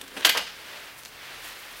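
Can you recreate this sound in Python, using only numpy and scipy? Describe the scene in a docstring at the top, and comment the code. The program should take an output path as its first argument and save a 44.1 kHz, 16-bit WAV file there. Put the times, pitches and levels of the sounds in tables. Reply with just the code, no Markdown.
"""In a small office, a plastic paper tray is pulled out of a printer, over low room noise.
Sliding friction on the rails gives a squeak, a scrape and a groan. Impacts excite the modes of the
hollow shell as the tray clacks over the end stop, snaps its tabs, rattles and knocks free; the room
reverberates briefly. As it is carried off, sleeves rustle by friction and the plastic ticks faintly."""
import sys
import numpy as np
from scipy import signal
from scipy.fft import rfft, irfft, next_fast_len
from scipy.io import wavfile
from scipy.ndimage import map_coordinates

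SR = 44100
rng = np.random.default_rng(int(sys.argv[2]) if len(sys.argv) > 2 else 0)


def int16_out(signal):
    """Quantize to a 16-bit WAV file."""
    q = np.round(np.clip(np.atleast_2d(signal).T, -1, 1) * 32767)
    wavfile.write(sys.argv[1], SR, q.astype(np.int16))


N = 79380
BASS_HZ, TREBLE_HZ = 910, 5600  # shelf corners
RISE_S = 0.0002  # attack time constant of a hard impact


def amp(db):
    """Amplitude ratio: tenfold for every 20 dB."""
    return 10 ** (np.asarray(db) / 20)


def unit_rms(x):
    """Normalisation to unit mean power."""
    return x / np.sqrt(np.mean(x ** 2) + 1e-20)


def curve_at(points, hz):
    """Interpolation of (f/Hz, value) points on a logarithmic frequency axis."""
    f, values = np.transpose(points)
    return np.interp(np.log(hz + 1), np.log(f + 1), values)


def envelope(points):
    """Amplitude envelope through (t/s, level/dB) points."""
    return amp(np.interp(np.arange(N) / SR, *np.transpose(points)))


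def wobble(rate):
    """Smooth random modulation: a spline through `rate` Gaussian values a second."""
    return map_coordinates(rng.standard_normal(N // 8), [np.arange(N) * rate / SR], mode="wrap")


def coloured(x, spectrum, bass_db=0, treble_db=0):
    """Spectral shaping to unit rms, followed by bass and treble shelves."""
    hz = np.fft.rfftfreq(len(x), 1 / SR)
    bass = 1 / (1 + (hz / BASS_HZ) ** 4)
    treble = 1 - 1 / (1 + (hz / TREBLE_HZ) ** 4)
    shaped = rfft(x) * amp(curve_at(spectrum, hz))
    return irfft(shaped * amp(bass_db * bass + treble_db * treble), len(x)) / np.std(irfft(shaped, len(x)))


def burst(spectrum, t60, rise=RISE_S, bass_db=0, treble_db=0):
    """Modal overlap: densely packed modes, struck once, decay together like damped noise."""
    t = np.arange(SR // 2) / SR
    modes = coloured(rng.standard_normal(len(t)), spectrum, bass_db, treble_db)
    return modes * amp(-60 * t / t60) * (1 - np.exp(-t / rise))


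def friction(spectrum, grain_db, flutter_db, flutter_rate):
    """Friction noise: countless tiny slips of uneven size under a wavering pressure."""
    slips = rng.standard_normal(N) * amp(grain_db * wobble(1500))
    return coloured(slips, spectrum) * amp(flutter_db * wobble(flutter_rate))


def add(track, start, sound):
    """Superposition of a sound on the track, from `start` seconds."""
    part = track[max(round(start * SR), 0):][:len(sound)]
    part += sound[:len(part)]


# spectrum of the room noise: f/Hz, relative level/dB
NOISE_SPECTRUM = [(20, -13), (30, -18), (38, 13), (50, -8), (70, 2.5), (100, -2), (130, -1.5), (200, -2.5),
                  (500, -1.5), (1500, -7), (5000, -18.5), (16000, -10)]
NOISE_DB, HUM_HZ, HUM_DB = -53, 129, -70.5


def background():
    """Noise floor: steady broadband noise and a low hum, modulated in phase and amplitude."""
    phase = 2 * np.pi * HUM_HZ * np.arange(N) / SR + 0.51 * wobble(6.1)
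    hum = np.sin(phase) * amp(4.9 * wobble(5.1))
    noise = coloured(rng.standard_normal(N), NOISE_SPECTRUM)
    return amp(NOISE_DB) * noise + amp(HUM_DB) * unit_rms(hum)


# envelope of the sliding: t/s, level/dB
SLIDE_LEVEL = [(0, -53), (.03, -45), (.06, -59), (.11, -53.5), (.16, -44.5), (.19, -38.5), (.245, -47),
               (.33, -53), (.41, -45), (.47, -60), (.53, -62)]
# spectra of the rails' scrape and of the squeak: f/Hz, relative level/dB
SCRAPE_SPECTRUM = [(40, -36), (130, -5.5), (250, 1), (520, -3), (900, -2.5), (1600, 0), (3300, -5),
                   (5500, -9), (11000, -11), (16000, -22)]
SQUEAK_SPECTRUM = [(1000, -32), (2500, -5), (3500, 8), (4500, -20), (7000, -16), (8000, -1), (8800, -1),
                   (9700, -11), (12000, -10), (16000, -17)]
# low resonances of the hollow tray: f/Hz, bandwidth/Hz, relative level/dB
GROAN_MODES = [(186.5, 22, -1), (265, 36, 0), (379, 60, 0), (519, 43, 3)]
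GROAN_DB = -6.5  # relative to the scrape
SQUEAK_START_S, SQUEAK_DB = 0.0135, -34


def slide():
    """Stick-slip and forced vibration: the tray squeaks, then scrapes while its resonances groan."""
    hz = np.fft.rfftfreq(N, 1 / SR)
    response = 0
    for k, (centre, width, db) in enumerate(GROAN_MODES):
        damping = 1j * hz * width
        response += (-1) ** k * amp(db) * damping / (centre ** 2 - hz ** 2 + damping)
    groan = unit_rms(irfft(rfft(rng.standard_normal(N)) * response, N))
    scrape = friction(SCRAPE_SPECTRUM, grain_db=3, flutter_db=3, flutter_rate=90)
    out = envelope(SLIDE_LEVEL) * (scrape + amp(GROAN_DB) * groan)
    add(out, SQUEAK_START_S, amp(SQUEAK_DB) * burst(SQUEAK_SPECTRUM, t60=.035))
    return out


# normal modes of the tray: f/Hz, relative level/dB, T60/s
SHELL_MODES = [(188.7, -21, 0.58), (261, -18.5, 0.11), (520, -11, 0.15), (1067, -12, 0.26),
               (1520, -9.5, 0.24), (1596, -6.5, 0.25), (2037, -10.5, 0.38), (2380, -11, 0.38),
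               (2520, -10, 0.2), (2883, -4.5, 0.17), (2885, -8.5, 0.068), (3143, -3.5, 0.16),
               (3600, -9, 0.089), (4280, -16, .14)]
WAVER_RAD, WAVER_PER_S = 0.78, 58.6


def shell_ring(bass_db, scatter_db):
    """Free vibration: damped modes, detuned by loose parts, with a new balance at every blow."""
    t = np.arange(SR // 2) / SR
    knots = np.arange(SR // 200)
    ring = np.zeros(len(t))
    for hz, db, t60 in SHELL_MODES:
        waver = WAVER_RAD * np.interp(t * WAVER_PER_S, knots, rng.standard_normal(len(knots)))
        strength_db = db + scatter_db * rng.normal() + bass_db / (1 + (hz / BASS_HZ) ** 4)
        phase = 2 * np.pi * (hz * t + rng.random()) + waver
        ring += amp(strength_db - 60 * t / t60) * np.sin(phase)
    return ring * (1 - np.exp(-t / RISE_S))


# impacts of tray on printer: t/s, level/dB, bass shelf/dB, treble shelf/dB, T60/s
IMPACTS = [(0.0127, -35.5, 1, 6, 0.037), (0.079, -40, -5, 8, 0.029), (0.114, -42, 11, -20, .09),
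           (0.1666, -30, 11, -27, 0.12), (0.174, -37, 12, -13, 0.12), (0.208, -30, 6, -5, 0.027),
           (0.222, -30.5, -1.5, -13, 0.12), (0.2475, -15.5, 3, -0.5, 0.045), (0.2487, -13, -4, -1, 0.026),
           (0.2509, -13, -6.5, 6.5, 0.069), (0.26, -21, 4, 9, 0.043), (0.2688, -20.5, 3.5, 4, 0.038),
           (0.2711, -15.5, -1.5, -14, 0.031), (0.2917, -15.5, -7, 1, 0.047), (0.2954, -14, -10, 3, .025),
           (0.3003, -17.5, -7.5, -6, 0.037), (0.322, -32, -1.5, -10, 0.055), (0.334, -39, -21, -5, 0.12),
           (0.3716, -23, -21, 0, 0.065), (0.3748, -20.5, 1, 1.5, 0.065), (0.404, -34.5, 2, -4, 0.055),
           (0.468, -35, -9, -7, 0.2)]
# spectrum of struck plastic: f/Hz, relative level/dB
PLASTIC_SPECTRUM = [(60, -50), (130, -38), (220, -16), (330, -10), (520, -5.5), (750, -9), (1100, -6.5),
                    (1600, -1), (2200, -4), (3000, 0), (4700, -5), (6500, -10), (9000, -16), (12000, -16.5),
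                    (16000, -22.5)]
RING_DB = -17  # relative to the impact


def clacks():
    """Impulsive excitation: each hard contact gives a broadband crack and rings the shell."""
    out = np.zeros(N)
    for start, db, bass_db, treble_db, t60 in IMPACTS:
        crack = burst(PLASTIC_SPECTRUM, t60, RISE_S, bass_db, treble_db)
        ring = amp(RING_DB) * shell_ring(bass_db, scatter_db=3)
        add(out, start, amp(db) * (crack + ring))
    return out


# soft bumps of the tray's body: t/s, level/dB
THUDS = [(0.2485, -24.5), (0.283, -35.5), (0.3485, -26), (0.3555, -24.5), (0.366, -26.5), (0.388, -32)]
# spectrum of a bump: f/Hz, relative level/dB
THUD_SPECTRUM = [(60, -50), (200, -19), (350, -14.5), (520, 5), (720, -2.5), (1000, 0), (1500, -4.5),
                 (2800, -7), (6000, -36), (16000, -41)]


def thuds():
    """Soft impact: a slowly rising force excites little treble."""
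    out = np.zeros(N)
    for start, db in THUDS:
        add(out, start, amp(db) * burst(THUD_SPECTRUM, t60=0.097, rise=.0015))
    return out


# stiff plastic tabs passing the stop: t/s, level/dB, f/Hz
TAB_SNAPS = [(0.2487, -12, 3200), (0.2512, -19, 4700), (0.2685, -26, 12000), (0.2955, -22, 12000),
             (0.3745, -25, 4600)]
TAB_STEP_OCT, TAB_DB_PER_STEP = .5, -22  # fall on either side of the peak


def tabs():
    """Elastic release: each tab snaps free and rings briefly in a band about its pitch."""
    out = np.zeros(N)
    for start, db, hz in TAB_SNAPS:
        peak = [(hz * 2 ** (k * TAB_STEP_OCT), TAB_DB_PER_STEP * abs(k)) for k in range(-2, 3)]
        add(out, start, amp(db) * burst(peak, t60=.04))
    return out


# envelopes of the cloth's swish and crackle: t/s, level/dB
SWISH_LEVEL = [(.45, -51), (.56, -44.5), (.65, -43), (.72, -42), (.8, -42), (.88, -44), (.94, -48),
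               (1.0, -48.5), (1.1, -50), (1.17, -46), (1.25, -42.5), (1.33, -41.5), (1.41, -42.5),
               (1.45, -40), (1.55, -42.5), (1.65, -44), (1.8, -43.5)]
CRACKLE_LEVEL = [(.5, -68), (.7, -56.5), (.9, -60), (.99, -50.5), (1.06, -54.5), (1.12, -62.5),
                 (1.3, -59.5), (1.42, -52), (1.44, -45), (1.49, -46.5), (1.52, -52.5), (1.68, -53.5),
                 (1.8, -48.5)]
# spectra of the swish, the crackle and the first sweep: f/Hz, relative level/dB
SWISH_SPECTRUM = [(100, -29), (300, -12), (600, -5), (950, -4), (1400, -1), (1900, 0.5), (3200, -2),
                  (4800, -7.5), (7000, -15.5), (16000, -24.5)]
CRACKLE_SPECTRUM = [(1000, -22), (4000, -2), (7000, 2), (13000, 4), (16000, -1)]
SWEEP_SPECTRUM = [(200, -30), (400, -4.5), (580, 1), (800, -14), (1500, -27), (16000, -58)]
SWEEP_CENTRE_S, SWEEP_SIGMA_S, SWEEP_DB = 0.76, 0.096, -55


def sleeves():
    """Friction of cloth: a soft swish, a fine crackle of fibres and one hollower sweep."""
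    t = np.arange(N) / SR
    swish = friction(SWISH_SPECTRUM, grain_db=0.5, flutter_db=.4, flutter_rate=40)
    crackle = friction(CRACKLE_SPECTRUM, grain_db=2.5, flutter_db=2.1, flutter_rate=70)
    sweep = coloured(rng.standard_normal(N), SWEEP_SPECTRUM)
    swell = amp(SWEEP_DB) * np.exp(-.5 * ((t - SWEEP_CENTRE_S) / SWEEP_SIGMA_S) ** 2)
    return envelope(SWISH_LEVEL) * swish + envelope(CRACKLE_LEVEL) * crackle + swell * sweep


# tiny creaks of the carried tray: t/s, level/dB, f/Hz
TRAY_TICKS = [(0.991, -26, 1700), (1.027, -34, 7000), (1.035, -25, 6000), (1.051, -19.5, 5900),
              (1.0584, -19, 4250), (1.07, -30, 4500), (1.0815, -30, 7000), (1.445, -30, 5000),
              (1.451, -32, 4000), (1.488, -28, 7500), (1.49, -29, 4000), (1.605, -33, 5000),
              (1.783, -31, 3500)]
TICK_T60_S, TICK_RING_DB = .0009, -24


def ticks():
    """Heavily damped oscillation: snaps of a cycle or two, each with a faint ring of the plastic."""
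    out = np.zeros(N)
    t = np.arange(SR // 100) / SR
    for start, db, hz in TRAY_TICKS:
        snap = np.sin(2 * np.pi * hz * t) * amp(-60 * t / TICK_T60_S)
        ring = burst(PLASTIC_SPECTRUM, t60=.03, bass_db=-2, treble_db=12.5)
        add(out, start, amp(db) * snap)
        add(out, start, amp(db + TICK_RING_DB) * ring)
    return out


# reverberation time of the office: f/Hz, T60/s
ROOM_T60 = [(150, 0.26), (600, 0.38), (2500, .45), (5000, 0.61), (9000, 0.35), (16000, 0.27)]
ROOM_DB, ROOM_DELAY_S = -9, .005


def reverberation(x):
    """Diffuse field: a noise tail in which each band decays exponentially at its own rate."""
    hz, t, bands = signal.stft(rng.standard_normal(SR // 2), SR, nperseg=256)
    decay = amp(-60 * t / curve_at(ROOM_T60, hz)[:, None])
    _, tail = signal.istft(bands * decay, SR, nperseg=256)
    out = np.zeros(N)
    add(out, ROOM_DELAY_S, signal.fftconvolve(x, tail / np.linalg.norm(tail)))
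    return amp(ROOM_DB) * out


RADIATION_HZ = 190  # the light tray radiates its blows poorly below this


def scene():
    """Superposition at one microphone: the tray, its reverberation, sleeves and background."""
    radiation = signal.butter(2, RADIATION_HZ, "highpass", fs=SR, output="sos")
    blows = signal.sosfilt(radiation, clacks() + thuds())
    tray = blows + slide() + ticks() + tabs()
    return (tray + reverberation(tray) + sleeves() + background())[None]


CUTOFF_HZ = 15850


def record(dry):
    """Band limiting: an ideal low-pass filter removes everything above the cutoff."""
    size = next_fast_len(N + SR // 2)
    passband = np.fft.rfftfreq(size, 1 / SR) < CUTOFF_HZ
    return irfft(rfft(dry, size) * passband, size)[:, :N]


dry = scene()
out = record(dry)
int16_out(out)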